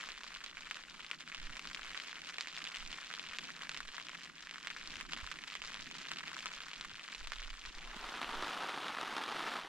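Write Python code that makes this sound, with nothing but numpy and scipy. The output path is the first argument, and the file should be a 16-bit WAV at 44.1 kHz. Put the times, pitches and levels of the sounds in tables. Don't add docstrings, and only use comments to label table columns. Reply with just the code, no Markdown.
import sys
import numpy as np
from scipy import signal
from scipy.fft import rfft, irfft
from scipy.io import wavfile
from scipy.ndimage import uniform_filter1d

SR = 44100
rng = np.random.default_rng(int(sys.argv[2]) if len(sys.argv) > 2 else 0)


def to_linear_factor(level_db):
    exponent = np.asarray(level_db, float) / 20
    return 10 ** exponent


def store_pcm(level_fs):
    pcm = np.round(np.clip(level_fs, -1, 1) * 32767).astype(np.int16)
    wavfile.write(sys.argv[1], SR, np.atleast_2d(pcm).T)


N = 426888
TAP, LEAD = 512, 48

# (time [s], peak [dB], pitch of the struck patch [Hz], left minus right [dB])
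LIGHT_DROPS = [(0.0888, -28, 1848, -4), (0.7113, -22.5, 1967, -1.7), (1.1134, -20.5, 2177, 0),
               (1.347, -29, 2937, -3), (1.5943, -26.5, 2650, 1), (1.6732, -26.5, 3453, -1),
               (1.747, -25, 3140, -1), (2, -26, 2420, 0), (2.4093, -19.5, 4226, -4.5),
               (2.4724, -27.5, 2440, -9), (2.6517, -28.5, 2415, -7), (2.7596, -25.5, 2910, -1),
               (3.1393, -26, 3163, -2), (3.386, -22.5, 2688, -1.4), (3.6935, -21.5, 2383, -6.1),
               (3.7455, -27, 3584, -5), (3.7742, -25.5, 3360, -8), (4.5112, -28.5, 2540, -2.8),
               (4.672, -21.5, 2210, -5), (5.134, -23, 2574, -4.5), (5.3152, -25.5, 1960, -8),
               (5.553, -27, 1960, -6), (5.6188, -27, 2539, -6), (6.1166, -25.5, 1800, -2),
               (6.4583, -27, 1540, 3), (6.4683, -25.5, 2948, -2), (6.811, -24.5, 3670, -1),
               (7.2722, -27, 1435, -1), (7.32, -24, 1458, -9), (7.334, -27, 2150, 1)]
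# (time [s], peak [dB], pitch of the struck patch [Hz])
MIDDLING_DROPS = [(0.233, -29, 2850), (0.461, -31, 3330), (0.569, -30.5, 1704), (0.743, -30, 3410),
                  (1.275, -34, 1732), (1.494, -35, 1730), (1.567, -31.5, 1250), (1.945, -28, 2197),
                  (2.093, -33, 1875), (2.382, -27, 2430), (2.574, -29.5, 2422), (2.672, -27, 2620),
                  (2.927, -27.5, 3196), (3.111, -31.5, 1770), (3.194, -26.5, 3040), (3.619, -32, 2540),
                  (3.803, -30.5, 1450), (3.98, -30, 1460), (4.084, -28.5, 2872), (4.381, -36, 3180),
                  (4.557, -33.5, 1703), (4.701, -29, 2286), (4.955, -29.5, 2745), (5.009, -28, 2250),
                  (5.437, -29.5, 2260), (5.742, -26, 2890), (6.337, -36, 1692), (6.603, -33, 3040),
                  (7.147, -29, 2800), (7.651, -30.5, 2130)]
# (time [s], peak [dB], pitch of the struck patch [Hz])
HEAVY_DROPS = [(8.152, -31.5, 1430), (8.2159, -21.5, 2180), (8.2293, -22.5, 2800), (8.245, -26, 2900),
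               (8.3441, -29, 1360), (8.4243, -22, 1340), (8.4429, -31, 1470), (8.4884, -33, 1670),
               (8.528, -29, 3100), (8.5555, -32, 1500), (8.5985, -36, 1500), (8.6341, -26.3, 1570),
               (8.6877, -24.5, 1350), (8.7206, -32, 1780), (8.8825, -24, 3030), (8.9496, -24.5, 2170),
               (8.973, -24.0, 1870), (8.9857, -25.4, 1500), (9.0124, -23, 2890), (9.0303, -22, 2060),
               (9.079, -28.5, 1412), (9.1378, -30, 1120), (9.1662, -22.5, 1310), (9.1816, -23, 1100),
               (9.2377, -23, 1230), (9.262, -27.5, 3800), (9.299, -29.5, 1030), (9.4013, -33, 2270),
               (9.4647, -29, 1580), (9.5171, -27.5, 1630)]
# (time [s], level [dB])
LIGHT_PATTER = [(0.0, -46.5), (0.15, -51), (1.1, -54.5), (1.9, -48.5), (2.2, -51), (2.7, -49.5),
                (3.05, -50), (3.7, -49.5), (4.4, -54.5), (4.7, -51), (5.3, -49.5), (6.0, -49.5),
                (6.6, -50.5), (6.9, -52), (7.7, -51.5)]
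# (time [s], change [dB])
FLURRIES = [(0.529, -5.5), (0.86, -1.5), (1.073, -3), (1.137, 4.5), (1.181, -5.5), (1.217, 7),
            (1.252, -8.5), (1.287, 1), (1.342, -1.5), (1.695, -0.5), (1.776, 1), (2.3, 3.5), (2.52, -3.5),
            (3.457, 3), (3.547, -5), (3.831, -3.5), (3.911, -1), (4.19, 0.5), (4.245, 4), (4.34, -7.5),
            (4.495, -6), (4.654, -1), (4.975, 3), (5.074, -6.5), (5.433, -4.5), (5.607, -5), (5.757, 0.5),
            (6.376, 5.5), (7.571, -6), (7.707, -3.5)]
# (time [s], level [dB])
HEAVY_PATTER = [(8.2, -49), (8.4, -46.5), (8.95, -47.5), (9.18, -47), (9.55, -45.5), (9.68, -54)]
# (time [s], share of the light rain [0..1])
LIGHT_FADE = [(7.6, 0.98), (8.0, 0.75), (8.4, 0.53), (8.7, 0.11)]
# (time [s], share of the heavy shower [0..1])
BLEND = [(7.65, 0.), (7.9, 0.23), (8.05, 0.71), (8.3, 0.84)]
# (frequency [Hz], gain [dB])
LIGHT_FABRIC = [(240, -36), (420, -10.5), (847, -8), (1030, -2), (2920, -2), (7550, -12), (8280, -20),
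                (12300, -30.5), (15500, -58)]
# (frequency [Hz], gain [dB])
HEAVY_FABRIC = [(76, -13), (130, -16), (156, -10.5), (313, -1.5), (595, -6.5), (756, -1), (1300, 1.5),
                (2140, -8), (3670, -8), (7850, -29), (9780, -29.5), (12700, -49), (15500, -49)]
# (frequency [Hz], density [dB per Hz])
LIGHT_WASH = [(210, -45), (350, -8.5), (824, -10), (1030, -11.5), (1240, -5), (3170, -4), (7590, -13.5),
              (8900, -23), (12200, -30), (15500, -37)]
# (frequency [Hz], density [dB per Hz])
HEAVY_WASH = [(76, -52), (130, -29), (301, -9), (583, -13), (1220, 3.5), (2010, 3.5), (3260, 1),
              (9980, -19), (12700, -21.5), (15500, -38)]
# (frequency [Hz], likeness [0..1])
LIGHT_SAME = [(350, 0.24), (1500, 1), (4000, 1), (9000, 0.099)]
# (frequency [Hz], likeness [0..1])
HEAVY_SAME = [(130, .99), (640, 1), (2500, 1), (6800, .99), (10500, .99), (12500, .6)]
# (frequency [Hz], left minus right [dB])
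LIGHT_BALANCE = [(60, 1), (110, -10), (200, -9), (380, -3), (700, -2.0), (1290, -0.5), (2380, 1),
                 (4400, 0.5), (8120, -6.5), (15000, 2)]
# (time [s], peak [dB], hold [s])
PUFFS = [(0.12, -66.5, .45), (0.98, -71, .03), (1.428, -50, .03), (1.721, -61, .15), (2.8, -57, 0.087),
         (3.298, -75, 0.028), (3.701, -67, 0.22), (4.75, -63.5, 0.32), (5.242, -53, .02),
         (5.499, -65.5, 0.32), (6.42, -66, 0.46), (7.231, -50, 0.25), (7.679, -51, 0.17), (8.0, -56, .1),
         (8.27, -54, 0.11), (9.35, -75, .03)]
# (frequency [Hz], density [dB per Hz])
WIND_COLOUR = [(8, 14), (30, 13.5), (50, 1.5), (70, -18), (100, -19), (200, -81)]
# (time [s], peak [dB], pitch [Hz], 60 dB decay [s], left minus right [dB])
BUMPS = [(.54, -69, 71.4, .08, -10), (1.5, -57, 75.2, 0.081, 1), (3.29, -63, 69.8, .08, -2),
         (4.961, -58, 79.9, 0.07, -12), (5.228, -51, 59.8, 0.11, -17), (5.79, -61, 70.1, .08, -4),
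         (6.93, -55, 111.7, 0.041, -5), (7.706, -47, 298.5, 0.015, -11), (7.772, -48, 278.2, 0.018, -1),
         (7.962, -44, 228, 0.037, -3), (8.431, -60, 75, .08, -4)]
# (time [s], level [dB])
RUMBLE = [(0.0, -72), (1.41, -65.5), (3.2, -69.5), (3.6, -65.5), (4.35, -69.5), (4.8, -63), (5.64, -69.5),
          (6.0, -62), (7.61, -73.5), (8.3, -54.5)]
# (frequency [Hz], density [dB per Hz])
RUMBLE_COLOUR = [(70, -13), (110, -25), (150, -1.5), (300, -5), (400, -12), (600, -52)]
# (frequency [Hz], level [dB per bin])
GATE = [(12700, -200), (12900, -103), (14300, -106.5), (15000, -107), (15700, -111)]


def evened(x):
    return x / np.sqrt(np.mean(x ** 2) + 1e-20)


def read(points, hz):
    f, value = np.transpose(points)
    return np.interp(np.log(hz + 1), np.log(f + 1), value)


def curve(rows, t):
    return np.interp(t, *np.transpose(rows))


def tilted(x, db_at_hz):
    return irfft(rfft(x) * to_linear_factor(db_at_hz(np.fft.rfftfreq(N, 1 / SR))), N)


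def causal(db):
    fold = np.r_[1, 2 * np.ones(TAP // 2 - 1), 1, np.zeros(TAP // 2 - 1)]
    cepstrum = irfft(np.maximum(db, -100) * np.log(10) / 20, axis=-1)
    return rfft(cepstrum * fold, axis=-1).imag


def strikes(s, peak_db, patch_hz, pan_db, fabric, boost_db, spread, snap_db, sudden, buzz_db,
            echo_db, t60, apart, lag, scatter):
    hz, t = np.fft.rfftfreq(TAP, 1 / SR), np.arange(TAP) / SR
    side, snap = rng.standard_normal((len(s), 2, 1)).transpose(1, 0, 2)
    octaves = np.log2((hz + 1) / patch_hz[:, None])
    gain_db = read(fabric, hz) + boost_db * np.exp(-.5 * (octaves / spread) ** 2)
    gain_db += snap_db * snap * np.clip(octaves, 0, 2)
    dent = -to_linear_factor(gain_db) * np.exp(1j * sudden * causal(gain_db))

    shared, left, right, hit = rng.standard_normal((len(s), 4, TAP)).transpose(1, 0, 2)
    buzz = to_linear_factor(buzz_db - 60 * t / 0.0053)
    walls = (hit > 1.2) * to_linear_factor(echo_db - 60 * t / t60)
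    echoes = (shared + apart * np.array([left, right])) * (buzz + walls)
    echoes[..., 0] = 1

    late = np.array([lag + scatter * side, 0 * side]) + LEAD
    pulses = irfft(dent * rfft(echoes) * np.exp(-2j * np.pi * hz * late / SR))
    pan = to_linear_factor(np.array([pan_db / 2, -pan_db / 2]))[..., None]
    pulses *= signal.windows.tukey(TAP, .2) * pan
    pulses *= (to_linear_factor(peak_db) / abs(pulses.mean(0)).max(-1))[:, None]
    at = (np.round(s * SR).astype(int)[:, None] + np.arange(TAP)).ravel()
    return np.array([np.bincount(at, p.ravel(), N + TAP)[LEAD:N + LEAD] for p in pulses])


def patter(t0, t1, count, size_db, low_hz, high_hz, pan_db):
    when, size, pitch, side = rng.random((count, 4)).T
    s = t0 + (t1 - t0) * when
    peak_db = -size_db * np.log(0.071 + size)
    patch_hz = low_hz * (high_hz / low_hz) ** pitch
    return s, peak_db, patch_hz, pan_db * (2 * side - 1)


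def gusts(t):
    half_width = 0.017
    brief = sum(db * np.exp(-.5 * ((t - s) / half_width) ** 2) for s, db in FLURRIES)
    return curve(LIGHT_PATTER, t) + brief


def light_rain():
    t = np.arange(N) / SR
    level_db = gusts(t)
    swell_db = level_db - level_db.mean()
    cloth = dict(fabric=LIGHT_FABRIC, boost_db=11., spread=0.52, snap_db=1.4, sudden=0.93, buzz_db=-20.5,
                 echo_db=-20.5, t60=0.067, apart=0.43, lag=1.62, scatter=1.63)
    rounder = dict(cloth, boost_db=8.5, spread=0.62, snap_db=.7, sudden=0.76)
    large_s, db, hz, pan_db = np.transpose(LIGHT_DROPS)
    clear = strikes(large_s, db - .3, hz, pan_db + 1.8, **rounder)

    mid_s, db, hz = np.transpose(MIDDLING_DROPS)
    mid_s = mid_s + .0015
    pan_db = -2.5 + 1.0 + 3.5 * rng.standard_normal(len(hz))
    clear += strikes(mid_s, db - .4, hz, pan_db, **cloth)

    stray = np.array(patter(0, 7.5, count=70, size_db=1.74, low_hz=1500, high_hz=4220, pan_db=3.5))
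    stray[1] += -33.5 + 0.26 * swell_db[(stray[0] * SR).astype(int)]
    clear += strikes(*stray, **cloth)

    small = np.array(patter(0, 8.7, count=2900, size_db=5.0, low_hz=1250, high_hz=5650, pan_db=3.5))
    clear_s = np.sort(np.r_[large_s, mid_s])
    wait = np.r_[clear_s, 99][np.searchsorted(clear_s, small[0])] - small[0]
    fine = evened(strikes(*small[:, wait > .006], **cloth))
    chance = uniform_filter1d(uniform_filter1d((fine ** 2).mean(0), size=1500), size=1500)
    fine = evened(fine / (chance + .05) ** .28)

    far = wash(LIGHT_WASH, LIGHT_SAME, lag=2.2, patchy_db=1.5, flicker_db=1.8)
    bed = to_linear_factor(level_db - 0.33) * fine + to_linear_factor(-58.0 + .7 * swell_db) * far
    rain = clear + bed * np.clip(curve(LIGHT_FADE, t), 0, 1)
    return tilted(rain, lambda hz: read(LIGHT_BALANCE, hz) * np.array([[.5], [-.5]]))


def heavy_rain():
    t = np.arange(N) / SR
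    cloth = dict(fabric=HEAVY_FABRIC, boost_db=7.0, spread=0.19, snap_db=1.8, sudden=0.74, buzz_db=-12.5,
                 echo_db=-18.0, t60=0.055, apart=0, lag=0, scatter=0)
    s, db, hz = np.transpose(HEAVY_DROPS)
    clear = strikes(s, db - 3.1, hz, 0 * s, **cloth)
    small = patter(7.6, 9.675, count=2300, size_db=5.0, low_hz=517, high_hz=3357, pan_db=-3)
    fine = strikes(*small, **cloth)
    far = wash(HEAVY_WASH, HEAVY_SAME, lag=0, patchy_db=1.5, flicker_db=1.5)
    level = to_linear_factor(curve(HEAVY_PATTER, t)) * np.clip(curve(BLEND, t), 0, 1)
    bed = to_linear_factor(-1.5) * evened(fine.mean(0)) + to_linear_factor(-2.5) * far
    rain = clear.mean(0) + level * bed
    bass_cut = signal.butter(4, 135, "high", fs=SR, output="sos")
    return signal.sosfilt(bass_cut, rain)


def wash(colour, likeness, lag, patchy_db, flicker_db):
    frames, hz = N // 128 + 5, np.fft.rfftfreq(512, 1 / SR)
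    a, b, c, d, patches = rng.standard_normal((frames, 257, 5)).T
    patches = evened(uniform_filter1d(uniform_filter1d(patches, size=8, axis=0), size=12, axis=1))
    flicker = evened(uniform_filter1d(rng.standard_normal(frames), size=4))
    flicker = flicker * np.clip(hz / 1000, 0, 1)[:, None]
    same = np.clip(read(likeness, hz), -1, 1)[:, None]
    right = a + 1j * b
    delay = np.exp(-2j * np.pi * hz * lag / SR)[:, None]
    left = same * right * delay + np.sqrt(1 - same ** 2) * (c + 1j * d)
    level_db = read(colour, hz)[:, None] + patchy_db * patches + flicker_db * flicker
    z = np.array([left, right]) * to_linear_factor(level_db)
    return evened(signal.istft(z, nperseg=512, noverlap=384)[1][:, :N])


def low_noise(colour, level_db, own, turn, lumpy_db, right_db):
    both, left, right, lumps = rng.standard_normal((4, N))
    turned = np.real(signal.hilbert(both) * np.exp(1j * turn))
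    pair = np.array([turned + own * left, both + own * right])
    lumps = evened(uniform_filter1d(uniform_filter1d(lumps, size=2500), size=2500))
    pair = evened(tilted(pair, lambda hz: read(colour, hz)) * to_linear_factor(lumpy_db * lumps))
    return pair * to_linear_factor(level_db + np.array([[0], [right_db]]))


def wind(t):
    rise, fall, calm_db = 250., 148, -75.5
    shapes = []
    for s, db, hold in PUFFS:
        before, after = np.maximum(s - t, 0), np.maximum(t - s - hold, 0)
        shapes.append(db - rise * before - fall * after)
    level_db = 20 * np.log10(to_linear_factor(calm_db) + to_linear_factor(np.max(shapes, axis=0)))
    return low_noise(WIND_COLOUR, level_db, own=0.58, turn=0, lumpy_db=3.0, right_db=2.5)


def bumps():
    t, out = np.arange(8000) / SR, np.zeros((2, N))
    for s, db, hz, t60, pan_db in BUMPS:
        onset = np.minimum(t / 0.0049, 1)
        knock = to_linear_factor(db - 60 * t / t60) * np.sin(2 * np.pi * hz * t) * onset
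        pan = to_linear_factor(np.array([[pan_db / 2], [-pan_db / 2]]))
        out[:, round(s * SR):][:, :len(t)] += 2 * knock * pan
    return out


def distant_roar(t):
    fade = np.clip(1 - curve(BLEND, t), 0, 1)
    return fade * low_noise(RUMBLE_COLOUR, curve(RUMBLE, t), own=0.93, turn=-0.81, lumpy_db=2.35, right_db=3.0)


def scene():
    t = np.arange(N) / SR
    return light_rain() + heavy_rain() + wind(t) + bumps() + distant_roar(t)


def roll_off(x):
    return signal.sosfilt(signal.butter(12, 15000, fs=SR, output="sos"), x)


def record(dry):
    hz, _, z = signal.stft(dry, SR, nperseg=1024)
    power = uniform_filter1d((abs(z) ** 2).mean(0), size=20, axis=0)
    band_db = 10 * np.log10(power + 1e-30)
    band_db += 1.8 * evened(uniform_filter1d(rng.standard_normal(z.shape[-1]), size=6))
    short_db = read(GATE, hz)[:, None] - band_db
    kept = 1 / (1 + np.exp(np.clip(3 * short_db, -30, 30)))
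    kept = np.minimum.accumulate(kept, axis=0)
    mix = signal.istft(z * kept, SR, nperseg=1024)[1][:, :N]
    return roll_off(mix)


dry = scene()
out = record(dry)
store_pcm(out)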